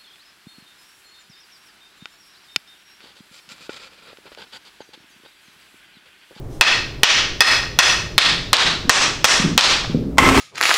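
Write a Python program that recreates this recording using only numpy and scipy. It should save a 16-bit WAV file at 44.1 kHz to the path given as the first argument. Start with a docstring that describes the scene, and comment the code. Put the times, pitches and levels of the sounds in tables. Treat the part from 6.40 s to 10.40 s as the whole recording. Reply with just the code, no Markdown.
"""Sharp wooden knocks ring through a live classroom, over a low ventilation hum and a faint shoe scuff.
A stick hits a bowling ball nine times, driving it across the hard floor. The ball rumbles as it gathers
speed, thuds over its finger holes, then crashes into metal furniture, which clanks and booms.
Each knock overloads a limiter, which ducks the room and lets it swell back."""
import sys
import numpy as np
from scipy import signal
from scipy.fft import rfft, irfft
from scipy.io import wavfile
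from scipy.ndimage import minimum_filter1d

SR = 44100
rng = np.random.default_rng(int(sys.argv[2]) if len(sys.argv) > 2 else 0)


def store_pcm(level_fs):
    """Save levels as 16-bit WAV."""
    pcm = np.round(np.clip(level_fs, -1, 1) * 32767).astype(np.int16)
    wavfile.write(sys.argv[1], SR, np.atleast_2d(pcm).T)


N = 176400
SIZE = 32768  # samples in a room response
HZ = np.fft.rfftfreq(SIZE, 1 / SR)


def amp(db):
    """Decibels to gain."""
    return 10 ** (np.asarray(db) / 20)


def unit(x):
    """Scales to an energy of one."""
    return x / np.sqrt(np.sum(x ** 2) + 1e-20)


def read(points, hz):
    """Reads a table on a log-frequency axis."""
    f, value = np.transpose(points)
    return np.interp(np.log(hz + 1), np.log(f), value)


def add(mix, s, sound):
    """Mixes a sound in at s seconds."""
    part = mix[round(s * SR):][:len(sound)]
    part += sound[:len(part)]


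def equalise(x, spectrum):
    """Applies an EQ curve to a full-length track."""
    return irfft(rfft(x) * amp(read(spectrum, np.fft.rfftfreq(N, 1 / SR))), N)


def noise(spectrum):
    """Steady coloured noise of rms one."""
    return np.sqrt(N) * unit(equalise(rng.standard_normal(N), spectrum))


def bell(hz, width_hz):
    """A resonant peak of height one."""
    return 1 / (1 + (2 * (HZ - hz) / width_hz) ** 2)


def body(spectrum, modes, ring_db=0):
    """Gain per frequency of a struck object: a broad spectrum with resonant peaks."""
    peaks = sum((amp(db + ring_db) * bell(hz, width)) ** 2 for hz, width, db in modes)
    broad = amp(read(spectrum, HZ))
    return np.sqrt((broad ** 2 + peaks) / np.mean(broad ** 2))


def strike(gain, path):
    """A minimum-phase click of the given colour, sent along a path through the room."""
    log_gain = np.log(np.maximum(np.r_[gain, gain[-2:0:-1]], 1e-5))
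    click = np.fft.ifft(np.exp(np.conj(signal.hilbert(log_gain)))).real
    return signal.fftconvolve(click[:SIZE // 2], path)


# Classroom reverb time: freq_hz, t60_s
ROOM_DECAY = [(80, 0.42), (250, 0.91), (600, 0.47), (1500, 0.5), (3000, 0.52), (5500, .53), (9000, 0.43),
              (15000, 0.53)]
CHATTER_S, DIRECT_S, EARLY_S, BUILD_S = 0.0017, 0.0011, 0.0058, 0.011
CLUMP_DB, CLUMP_S, CLUMP_FADE_S = 2.2, 0.014, 0.2
WALL_S, WALL_SPREAD_S, WALL_DB = 0.076, 0.019, 3  # slap off the far walls


def room(direct_db, early_db):
    """Path from one spot: a short direct burst, sparse near reflections, then a clumpy tail."""
    t = np.arange(SIZE) / SR
    burst, near, far, lumps = rng.standard_normal((4, SIZE))
    chatter = irfft(np.exp(1j * np.angle(rfft(burst * np.exp(-t / CHATTER_S)))))  # flat spectrum
    direct = chatter * np.exp(-t / DIRECT_S)
    early = near * (rng.random(SIZE) < .05) * t * np.exp(-t / EARLY_S)
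    hz, age, bands = signal.stft(far, SR, nperseg=256)
    decay = amp(-60 * age / read(ROOM_DECAY, hz)[:, None])
    wash = signal.istft(bands * decay, SR, nperseg=256)[1][:SIZE]
    clumps = amp(CLUMP_DB * np.interp(t / CLUMP_S, np.arange(SIZE), lumps) * np.exp(-t / CLUMP_FADE_S))
    walls = amp(WALL_DB * np.exp(-((t - WALL_S) / WALL_SPREAD_S) ** 2))
    tail = wash * clumps * walls * (1 - np.exp(-t / BUILD_S))
    return unit(tail) + amp(direct_db) * unit(direct) + amp(early_db) * unit(early)


# Dark room tone: freq_hz, gain_db
VENT_EQ = [(20, 3.5), (50, 3), (80, -2), (125, 4), (190, -9.5), (350, -4.5), (600, -15), (1200, -25),
           (3000, -37), (6000, -40.5), (10000, -44.5), (16000, -42)]


def ventilation():
    """Moving air lays a steady, low bed under the scene."""
    return amp(-33) * noise(VENT_EQ)


# Soles on the floor: start_s, length_s, level_db, centre_hz
SCUFFS = [(0.064, 0.16, -51, 5400), (3.437, 0.019, -23, 952)]
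SCUFF_OCTAVES = 0.98  # centre to 6 dB down


def shoes():
    """Shoes scuff the floor in short swells of rubbing noise."""
    out = np.zeros(N)
    for s, length, db, hz in SCUFFS:
        band_db = np.maximum(-6 * (np.log2(HZ[1:] / hz) / SCUFF_OCTAVES) ** 2, -50)
        swell = np.hanning(int(length * SR))
        rub = noise(np.c_[HZ[1:], band_db])[:len(swell)] * swell
        add(out, s, amp(db) * signal.fftconvolve(rub, unit(room(direct_db=5.1, early_db=-11))))
    return out


# Bass-heavy rumble: freq_hz, gain_db
ROLL_EQ = [(20, -29), (50, 9.5), (90, 4), (150, 5.5), (300, -18.5), (600, -5), (1500, -83), (16000, -82)]
# Fader ride on the rumble: time_s, level_db
ROLL_FADER = [(.2, -49), (.7, -45.5), (1.7, -35), (2.7, -41.5), (3.9, -35)]


def rolling_ball():
    """The ball rumbles on the hard floor, louder with speed."""
    level_db = np.interp(np.arange(N) / SR, *np.transpose(ROLL_FADER))
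    return noise(ROLL_EQ) * amp(level_db)


# Finger holes meeting the floor: start_s, level_db
THUDS = [(1.859, -3), (1.905, -1.5), (2.246, -1), (2.449, 2.5), (2.476, -1), (2.487, 4), (2.997, 6.5),
         (3.037, 11.5), (3.075, -2), (3.496, 3.5), (3.546, 13.5), (3.581, 7)]
# Dull body of a thud: freq_hz, gain_db
THUD_EQ = [(30, -8), (100, -20), (165, -1), (230, -3), (340, -9), (500, -16), (900, -46), (3000, -73),
           (16000, -66)]
THUD_MODES = [(174, 42, -5.4), (277, 2.7, -1.4)]  # pitch_hz, width_hz, gain_db
THUD_ATTACK_S = 0.0021


def finger_holes():
    """The turning ball thuds as its holes pass over the floor."""
    out = np.zeros(N)
    for s, db in THUDS:
        thud = strike(body(THUD_EQ, THUD_MODES), room(direct_db=2, early_db=-4))
        attack = 1 - np.exp(-np.arange(len(thud)) / SR / THUD_ATTACK_S)
        add(out, s, amp(db) * thud * attack)
    return out


# Jolts and rattles of the crash: start_s, clank_db, ring_db, boom_db
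CRASHES = [(3.7735, -17, 15, -12), (3.7829, 32.5, 5.5, 25.5), (3.802, 3, -7, 32), (3.829, 7, -4, 24.5),
           (3.876, 19, -9, 26), (3.889, 27.5, -6, 20.5), (3.946, 15.5, -10, 24), (3.976, 18.5, -9, 23)]
# Hard clank of the frame: freq_hz, gain_db
CLANK_EQ = [(100, -17), (500, -7.5), (900, -1.5), (1600, -6.5), (2400, -5.5), (4000, -14.5), (8000, -19.5),
            (12000, -33), (16000, -45)]
# Metallic ring of the frame: pitch_hz, width_hz, gain_db
FRAME_MODES = [(880, 44, -1), (1070, 117, 4), (1310, 35, 5), (2080, 170, 3), (2640, 40, -1),
               (3120, 23, -1.5), (3380, 88, -10.5), (5500, 520, -24), (7800, 450, -23.5)]
# Low weight of the panel: freq_hz, gain_db
BOOM_EQ = [(20, -3), (45, -4), (90, -1), (200, -7.5), (400, -5), (700, -14.5), (2000, -20), (16000, -38)]
# Hollow ring of the panel: pitch_hz, width_hz, gain_db
PANEL_MODES = [(86.3, 11, 3.5), (264, 8.9, 11), (337, 5.9, -6), (401, 16, -5)]


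def furniture():
    """The ball hits the furniture; every jolt clanks the metal frame and booms its panel."""
    out = np.zeros(N)
    for s, clank_db, ring_db, boom_db in CRASHES:
        clank = strike(body(CLANK_EQ, FRAME_MODES, ring_db), room(direct_db=-1, early_db=-1))
        boom = strike(body(BOOM_EQ, PANEL_MODES), room(direct_db=-10, early_db=-7))
        add(out, s, amp(clank_db) * clank + amp(boom_db) * boom)
    return out


# Stick hits: start_s, clack_hz, clack_db, trim_db, crack_db, ring_db, then colour_db per colour band
KNOCKS = [(.2108, 2580, 2.8, 0, 0.67, -1.5, 0.5, 1, 0.5, 1.5, -1, -5),
          (.6328, 2990, 4, 5.1, 1, -5, -2.5, 2, -0.5, 5.5, -2, -8.5),
          (1.0063, 5160, 4, 1.4, 1.2, 2, 0.5, -2.5, -1, 0, 2.5, 2),
          (1.3889, 4320, 2.6, 0.087, 1.2, 0, 1.5, 1, -2.5, 6, 4.5, 2),
          (1.7800, 3620, 5.1, 0, 1.3, -4, -0.5, 2.5, 4, 1, 3.5, -6),
          (2.131, 3910, 5.2, 1.7, 2.7, -27, 3.5, 4, 3.5, 3, 4, -7),
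          (2.4947, 2550, 1.5, 2, 0.67, -7.5, 4, 2.5, 0.5, 8.5, 9, -3.5),
          (2.8438, 5560, 4, 0, 0.72, -4.5, 3.5, 2, 0, 8, 11, 1),
          (3.1777, 2400, 4.2, 0, 1.7, -20, 4.5, 6.5, 7, 8, 8, -2)]
# Colour bands of a hit: centre_hz
COLOUR_HZ = [1150, 3300, 4400, 5900, 8200, 12000]
# Woody bite of a hit: freq_hz, gain_db
KNOCK_EQ = [(60, -36), (250, -15.5), (550, -6), (1100, 1), (2000, 2.5), (4400, -1.5), (6000, -9.5),
            (8000, -16.5), (10000, -22.5), (12000, -29.5), (16000, -38.5)]
# Bending modes of the stick: pitch_hz, width_hz, gain_db
STICK_MODES = [(1249, 90, 1), (1850, 100, 11), (2590, 150, 8.5), (3390, 150, 6), (4280, 260, 3.5),
               (5070, 190, 3), (5850, 200, -3)]
# Light second touches: start_s, level_db, direct_db
TAPS = [(2.168, 11, 13), (3.2097, 12, 16)]
# Thin tick of a touch: freq_hz, gain_db
TAP_EQ = [(100, -25), (900, -10), (2200, -8), (3600, 4), (4600, 0), (6000, -10), (10000, -24), (16000, -42)]
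KNOCK_DB, PIVOT_HZ, CLACK_WIDTH_HZ = 28.5, 2160, 280


def stick():
    """Each blow lands on another part of the stick, so its ring and colour differ."""
    out = np.zeros(N)
    for s, clack_hz, clack_db, trim_db, crack_db, ring_db, *colour in KNOCKS:
        colour_eq = sorted([(PIVOT_HZ, 0), *zip(COLOUR_HZ, colour)])
        tint = amp(read(colour_eq, HZ) + clack_db * bell(clack_hz, CLACK_WIDTH_HZ))
        knock = strike(body(KNOCK_EQ, STICK_MODES, ring_db) * tint, room(crack_db, early_db=0))
        add(out, s, amp(KNOCK_DB + trim_db) * knock)
    for s, db, direct_db in TAPS:
        add(out, s, amp(db) * strike(body(TAP_EQ, []), room(direct_db, early_db=-14)))
    return out


def scene():
    """Stick, ball, shoes and furniture over the ventilation, in mono."""
    return (stick() + rolling_ball() + finger_holes() + shoes() + furniture() + ventilation())[None]


def smooth(x, seconds):
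    """One-pole lag."""
    r = np.exp(-1 / (seconds * SR))
    return signal.lfilter([1 - r], [1, -r], x)


LIMIT_DB, SENSE_S, ATTACK_S, HOLD_S, RELEASE_DB_PER_S = -8.5, 0.01, 0.0029, 0.018, 144.5


def limiter(dry):
    """Reacts too late for the front of each crack, then ducks, holds and recovers."""
    level_db = 10 * np.log10(smooth(dry[0] ** 2, SENSE_S) + 1e-12)
    over_db = np.maximum(level_db - LIMIT_DB, 0)
    half = int(HOLD_S * SR / 2)
    held_db = -minimum_filter1d(-over_db, 2 * half + 1, origin=half, mode="nearest")
    fall = np.arange(N) / SR * RELEASE_DB_PER_S
    duck_db = smooth(np.maximum.accumulate(held_db + fall) - fall, ATTACK_S)
    return dry * amp(-duck_db)


# Gentle top-end roll-off: freq_hz, gain_db
TREBLE_EQ = [(9000, 0), (11000, -1.5), (13000, -2), (16000, -5)]
CEILING, KNEE, CUTOFF_HZ = 0.93, 2.6, 15900


def record(dry):
    """Master chain: limiter, soft clip, treble roll-off and a steep low-pass."""
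    ducked = limiter(dry)
    clipped = ducked / (1 + abs(ducked / CEILING) ** KNEE) ** (1 / KNEE)
    lowpass = signal.firwin(255, CUTOFF_HZ, window=("kaiser", 8), fs=SR)
    return signal.oaconvolve(equalise(clipped, TREBLE_EQ), lowpass[None], "same")


dry = scene()
out = record(dry)
store_pcm(out)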